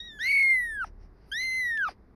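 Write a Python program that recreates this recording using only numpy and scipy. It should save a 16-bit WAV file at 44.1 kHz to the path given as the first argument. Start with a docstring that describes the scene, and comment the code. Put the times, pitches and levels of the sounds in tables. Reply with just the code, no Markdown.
"""A young kitten, close by in a quiet room, mews twice; a littermate's thinner mew is just dying away.
Its vibrating vocal folds make a nearly pure tone that arches up and sinks, rasps and catches near its
height, drops about an octave as the voice lets go and ends in a small puff of air.
Tiny wet tongue clicks, faint rustles and a low throb go with it."""
import sys
import numpy as np
from scipy import signal
from scipy.fft import rfft, irfft
from scipy.io import wavfile

SR = 44100
rng = np.random.default_rng(int(sys.argv[2]) if len(sys.argv) > 2 else 0)


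def pcm_store(signal):
    """Save signal as 16-bit PCM."""
    levels = np.round(np.clip(np.atleast_2d(signal), -1, 1) * 32767)
    wavfile.write(sys.argv[1], SR, levels.astype(np.int16).T)


N = 94815
TIME = np.arange(N) / SR


def from_db(db):
    """Turn decibels into a gain to multiply by."""
    return 10 ** (np.asarray(db) / 20)


def unit_power(x):
    """Scale a signal to an average power of 1."""
    return x / np.sqrt(np.mean(x ** 2) + 1e-20)


def in_time(rows):
    """Join a table's timed points with straight lines: one curve for each column after the time."""
    times, *columns = np.transpose(rows)
    return [np.interp(TIME, times, column) for column in columns]


def at_hz(spectrum, hz):
    """Read a spectrum's decibels at any frequency, on a log-frequency axis."""
    points_hz, db = np.transpose(spectrum)
    return np.interp(np.log(hz + 1), np.log(points_hz), db)


def drift(hz):
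    """A smooth random wobble, about 1 in size; a higher hz makes it quicker."""
    pole = np.exp(-2 * np.pi * hz / SR)
    wobble = signal.lfilter([1], [1, -2 * pole, pole * pole], rng.standard_normal(N + SR))
    return unit_power(wobble[SR:])


def noise(spectrum):
    """Steady noise of power 1, shaped by a spectrum."""
    hz = np.arange(N // 2 + 1) * SR / N
    white = rfft(rng.standard_normal(N))
    return unit_power(irfft(white * from_db(at_hz(spectrum, hz)), N))


def swell(middle_s, half_s):
    """A bell-shaped rise and fall around a moment."""
    return np.exp(-np.minimum(((TIME - middle_s) / half_s) ** 2, 50))


def resonate(x, hz, width_hz):
    """Let a sound ring at one frequency, which passes at full strength."""
    pole = np.exp(-np.pi * width_hz / SR)
    feedback = [1, -2 * pole * np.cos(2 * np.pi * hz / SR), pole * pole]
    return signal.lfilter(np.array([1, 0, -1]) * (1 - pole * pole) / 2, feedback, x + 1e-18)


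def running_phase(hz):
    """The angle a moving pitch has turned through, in radians."""
    return 2 * np.pi * np.cumsum(hz) / SR


def buzz(hz, fall_db, count):
    """A few harmonics (whole multiples of the pitch), each weaker than the last."""
    phase = running_phase(hz)
    return sum(from_db(-fall_db * k) * np.sin((k + 1) * phase) for k in range(count))


def room():
    """The dull, steady noise of a quiet room."""
    # the room's tone (frequency [Hz], relative level [dB])
    spectrum = [(20, -4.5), (55, 3.5), (110, -9.5), (200, -9), (400, -13), (550, -20.5), (1000, -24.5),
                (2000, -32), (3000, -50.5), (5000, -45), (7500, -65.5), (10000, -56), (14000, -58)]
    return from_db(-55) * noise(spectrum)


def throb():
    """A low hum of unsteady pitch swells and stops."""
    # the hum's rise and fall (time [s], level [dB])
    loudness = [(.48, -83), (.56, -50.5), (.8, -49.5), (.92, -46), (1.03, -45), (1.13, -51), (1.18, -70.5)]
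    pitch_hz = 36.2 * (1 + 0.068 * drift(34))
    return from_db(in_time(loudness)[0]) * buzz(pitch_hz, fall_db=9, count=3)


def rustles():
    """Faint, high noise comes and goes."""
    # each rustle (time [s], half length [s], level [dB])
    moments = [(0.166, 0.052, -74), (0.503, 0.021, -66.5), (1.305, 0.0323, -74.5), (1.708, .04, -75)]
    # their thin tone (frequency [Hz], relative level [dB])
    spectrum = [(3500, -35), (5000, -1), (6500, -5.5), (7500, -35), (9000, 1.5), (11000, 2.5), (12800, -2),
                (14000, -31)]
    return sum(from_db(db) * swell(at_s, half_s) for at_s, half_s, db in moments) * noise(spectrum)


def mew(curve, colour, rough, dip):
    """The vocal folds' harmonics slide through a fixed tone colour; hoarseness shakes them and adds air."""
    # air noise in a hoarse voice (frequency [Hz], relative level [dB])
    rasp_spectrum = [(1000, -27), (1700, -4.5), (2200, 2.5), (2800, -15), (3400, -41.5), (4200, 2),
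                     (5000, -6), (6300, -2.5), (6900, -24.5), (7600, -45.5), (8500, -37), (11000, -5),
                     (13200, -8.5), (14200, -38)]
    attack_s, release_s = 0.005, 0.0015
    jitter_hz, waver_hz = 230, 59  # speeds of the quick and the slower wobble
    pitch, fundamental_db, overtone_db, treble_db = in_time(curve)
    fade_in = np.clip(1 + (TIME - curve[0][0]) / attack_s, 0, 1)
    fade_out = np.clip(1 + (curve[-1][0] - TIME) / release_s, 0, 1)
    pitch = pitch * (1 - dip + 0.023 * rough * drift(jitter_hz) + .0022 * drift(waver_hz))
    phase = running_phase(pitch)
    voice = from_db(fundamental_db + 0.58 * drift(waver_hz)) * np.sin(phase)
    for k in range(2, 11):
        hz = k * pitch
        treble_share = (1 + np.tanh((hz - 7700) / 250)) / 2  # the treble takes over around 7700 Hz
        db = (1 - treble_share) * overtone_db + treble_share * treble_db + at_hz(colour, hz)
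        db -= 6 * max(k - 5, 0)  # harmonics above the fifth fall away
        voice += from_db(db + 0.88 * drift(waver_hz)) * np.sin(k * phase) * (hz < SR / 2)
    # when the voice catches, the pitch dips, the tone weakens and the rasp grows
    shake = from_db(rough * drift(jitter_hz) - 59.5 * dip)
    effort_db = (fundamental_db - fundamental_db.max() + overtone_db - overtone_db.max()) / 2
    crackle_db = 6.5 * drift(jitter_hz)
    rasp_db = -45.5 + effort_db + 72.5 * dip + crackle_db
    rasp = from_db(rasp_db) * rough * noise(rasp_spectrum) * (1 + 0.1 * np.sin(phase))
    return np.sin(fade_in * fade_out * np.pi / 2) ** 2 * (voice * shake + rasp)


def littermate():
    """Another kitten's thin, smooth mew sinks away."""
    # its voice (time [s], pitch [Hz], lowest tone [dB], overtones [dB], treble [dB]), before colouring
    curve = [(.004, 1856, -47, -41.5, -85), (.035, 1906, -49, -51.5, -82), (.075, 1902, -48, -49, -88),
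             (.115, 1787, -49, -49.5, -105), (.18, 1701, -46.5, -62.5, -88), (.23, 1520, -54, -60, -85),
             (.268, 1516, -47, -62, -86)]
    # the overtones' colour, with a fixed hollow near 7.6 kHz (frequency [Hz], gain [dB])
    colour = [(3000, -5.5), (3800, 7.5), (5150, -24), (5600, -13), (5800, -10), (6700, -1), (7150, -22.5),
              (7700, -42), (9300, 2), (11400, 6), (13400, 7)]
    return mew(curve, colour, rough=.02, dip=0)


def tongue_clicks():
    """The wet tongue parts softly from the roof of the mouth, which rings for a millisecond."""
    # each click (time [s], peak level [dB], ring [Hz])
    clicks = [(.508, -46, 5700), (1.775, -33, 2900)]
    soften = signal.butter(6, 6000, fs=SR, output="sos")
    out = np.zeros(N)
    for at_s, db, hz in clicks:
        impulse = np.arange(N) == int(at_s * SR)
        tap = signal.sosfilt(soften, impulse + 1e-18)
        ring = resonate(tap, hz, width_hz=700) + resonate(tap, hz * 2.2, width_hz=700) / 2
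        out += from_db(db) * ring / np.abs(ring).max()
    return out


def air_puffs():
    """Air flows through the kitten's small mouth and nose, with one hissing resonance."""
    # each puff (time [s], half length [s], air level [dB], hiss centre [Hz])
    puffs = [(0.863, 0.025, -56.5, 5580), (1.033, 0.036, -69.5, 5360), (1.287, 0.12, -71, 4890),
             (1.896, 0.029, -49.5, 4870)]
    # the breath's tone (frequency [Hz], relative level [dB])
    spectrum = [(500, 6), (1350, 3), (2000, 1.5), (2800, -4), (3400, -14.5), (4500, -13.5), (6000, -16.5),
                (7300, -42), (8600, -20.5), (11200, -22), (13500, -41)]
    air = noise(spectrum)
    out = np.zeros(N)
    for at_s, half_s, db, hz in puffs:
        hiss = from_db(-5.5) * unit_power(resonate(air, hz, width_hz=440))
        out += from_db(db) * swell(at_s, half_s) * (air + hiss)
    return out


def flutters():
    """Uneven beating of the vocal folds rings in the mouth's lowest resonance."""
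    # each rough flutter (time [s], half length [s], level [dB], centre [Hz])
    bursts = [(0.288, .035, -44.5, 2735), (0.364, 0.04, -42, 2510), (0.377, 0.028, -59.5, 2450),
              (1.439, 0.036, -57.5, 2910), (1.535, 0.034, -62, 2846)]
    half_width_hz = 190
    out = np.zeros(N)
    for at_s, half_s, db, hz in bursts:
        band = signal.butter(3, [hz - half_width_hz, hz + half_width_hz], "band", fs=SR, output="sos")
        ring = unit_power(signal.sosfilt(band, rng.standard_normal(N)))
        out += from_db(db) * swell(at_s, half_s) * ring
    return out


def voice_catches():
    """The vocal folds slip suddenly and recover; gives the share of the pitch lost at each moment."""
    # each slip (time [s], recovery time [s], dip strength [share of pitch])
    slips = [(0.186, 0.0036, 0.15), (0.2978, .0016, 0.063), (0.3198, .005, 0.11), (0.3565, 0.00355, 0.066),
             (.376, 0.002, 0.1), (0.38, 0.0018, 0.089), (0.399, 0.0029, .1), (.4255, 0.0027, 0.11),
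             (.4875, 0.0038, .018)]
    onset_s = .0013
    dip = np.zeros(N)
    for at_s, recovery_s, strength in slips:
        age_s = np.maximum(TIME - at_s, 0)
        dip += strength * np.minimum(age_s / onset_s, 1) * np.exp(-np.minimum(age_s / recovery_s, 50))
    return dip


def letting_go():
    """The vocal folds slacken at the end of each mew and give a short, low, falling chirp."""
    # each chirp (time [s], half length [s], pitch at its middle [Hz], level [dB])
    chirps = [(0.8473, 0.0034, 838, -34.5), (1.891, 0.004, 780, -31.5)]
    sag_per_s = 37
    out = np.zeros(N)
    for at_s, half_s, hz, db in chirps:
        pitch = hz * np.clip(1 - sag_per_s * (TIME - at_s), .5, 2)
        out += from_db(db) * swell(at_s, half_s) * buzz(pitch, fall_db=9, count=4)
    return out


def kitten():
    """The kitten's vocal folds sound two arching mews, the first one hoarser and catching."""
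    # each mew (time [s], pitch [Hz], lowest tone [dB], overtones [dB], treble [dB]), before colouring
    first_curve = [(0.192, 1588, -37.5, -49.5, -84), (0.215, 1799, -29.5, -37, -54.5),
                   (0.265, 2120, -23.5, -31.5, -54), (0.305, 2243, -19.5, -30.5, -46.5),
                   (0.39, 2222, -16.5, -36.5, -46), (0.46, 2144, -17.5, -40.5, -50.5),
                   (0.52, 2106, -16.5, -45.5, -49), (0.6, 1975, -24, -54.5, -46),
                   (0.68, 1848, -31, -57, -50.5), (0.745, 1720, -33, -61.5, -51.5),
                   (0.79, 1614, -30, -63, -63), (0.82, 1473, -27, -59.5, -56.5),
                   (0.835, 1347, -28, -58.5, -58), (0.844, 1293, -29.5, -76, -40)]
    second_curve = [(1.319, 1554, -34, -40, -43.5), (1.326, 1599, -31, -35.5, -55),
                    (1.35, 1780, -30, -38.5, -53.5), (1.4, 2021.0, -28.5, -35, -54),
                    (1.445, 2088, -27, -36, -52.5), (1.5, 2049, -27, -39, -51),
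                    (1.59, 2056, -25.5, -42.5, -49.5), (1.68, 1908, -25.5, -48.5, -56),
                    (1.77, 1769, -26.5, -57.0, -60), (1.81, 1630, -24, -57, -58.5),
                    (1.838, 1497, -22.5, -51.5, -61), (1.85, 1411, -23, -55.5, -66),
                    (1.854, 1246, -25.5, -60.5, -82.5), (1.862, 1333, -26, -60, -87),
                    (1.885, 1154, -29.5, -52.5, -75)]
    # the overtones' colour (frequency [Hz], gain [dB]),
    # with a fixed hollow near 7.6 kHz that runs through the whole sound
    first_colour = [(2500, 9.5), (4400, -6), (4750, -12), (5500, -9.5), (6100, -14), (6600, -30.5),
                    (7100, -21.5), (7650, -43.5), (8400, -5), (9300, -3.5), (10500, -4), (11600, -4),
                    (13300, -8), (14100, -25)]
    second_colour = [(2500, 9.5), (4200, -1), (4500, -18), (5300, -5), (6150, -7.5), (6700, -34),
                     (7100, -33), (7700, -45), (8300, -23), (9100, -7), (10200, -1), (11200, 4.5),
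                     (12500, -3.5), (14100, -11.5)]
    # hoarseness through each mew (time [s], roughness [0-1])
    first_rough = [(.19, 0.42), (.22, 0.42), (.26, 0.62), (.32, 0.43), (.41, 0.28), (.455, 0.06), (.51, 0),
                   (.58, 0), (.78, 0), (.84, 0.42)]
    second_rough = [(1.32, .15), (1.385, 0.056), (1.42, 0.4), (1.465, 0.061), (1.6, .04), (1.67, 0.055),
                    (1.83, .07), (1.885, 0.32)]
    dip = voice_catches()
    first = mew(first_curve, first_colour, in_time(first_rough)[0], dip)
    second = mew(second_curve, second_colour, in_time(second_rough)[0], dip)
    # the folds briefly beat strong-weak, which adds a tone at half the pitch
    half_pitch = in_time(first_curve)[0] / 2
    undertone = from_db(-57) * swell(.37, half_s=.014) * np.sin(running_phase(half_pitch))
    return first + second + undertone


def scene():
    """The kitten in front, its littermate and the room behind, in one channel."""
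    behind = room() + throb() + rustles() + littermate()
    in_front = tongue_clicks() + air_puffs() + flutters() + letting_go() + kitten()
    return (behind + in_front)[None]


def record(dry):
    """The sound fades in and out without a click; the highest treble is cut steeply."""
    fade_s, cutoff_hz = .004, 14100
    fade = np.clip(np.minimum(TIME, TIME[-1] - TIME) / fade_s, 0, 1)
    treble_cut = signal.ellip(10, .2, 80, cutoff_hz, fs=SR, output="sos")
    return signal.sosfilt(treble_cut, dry * fade)


dry = scene()
out = record(dry)
pcm_store(out)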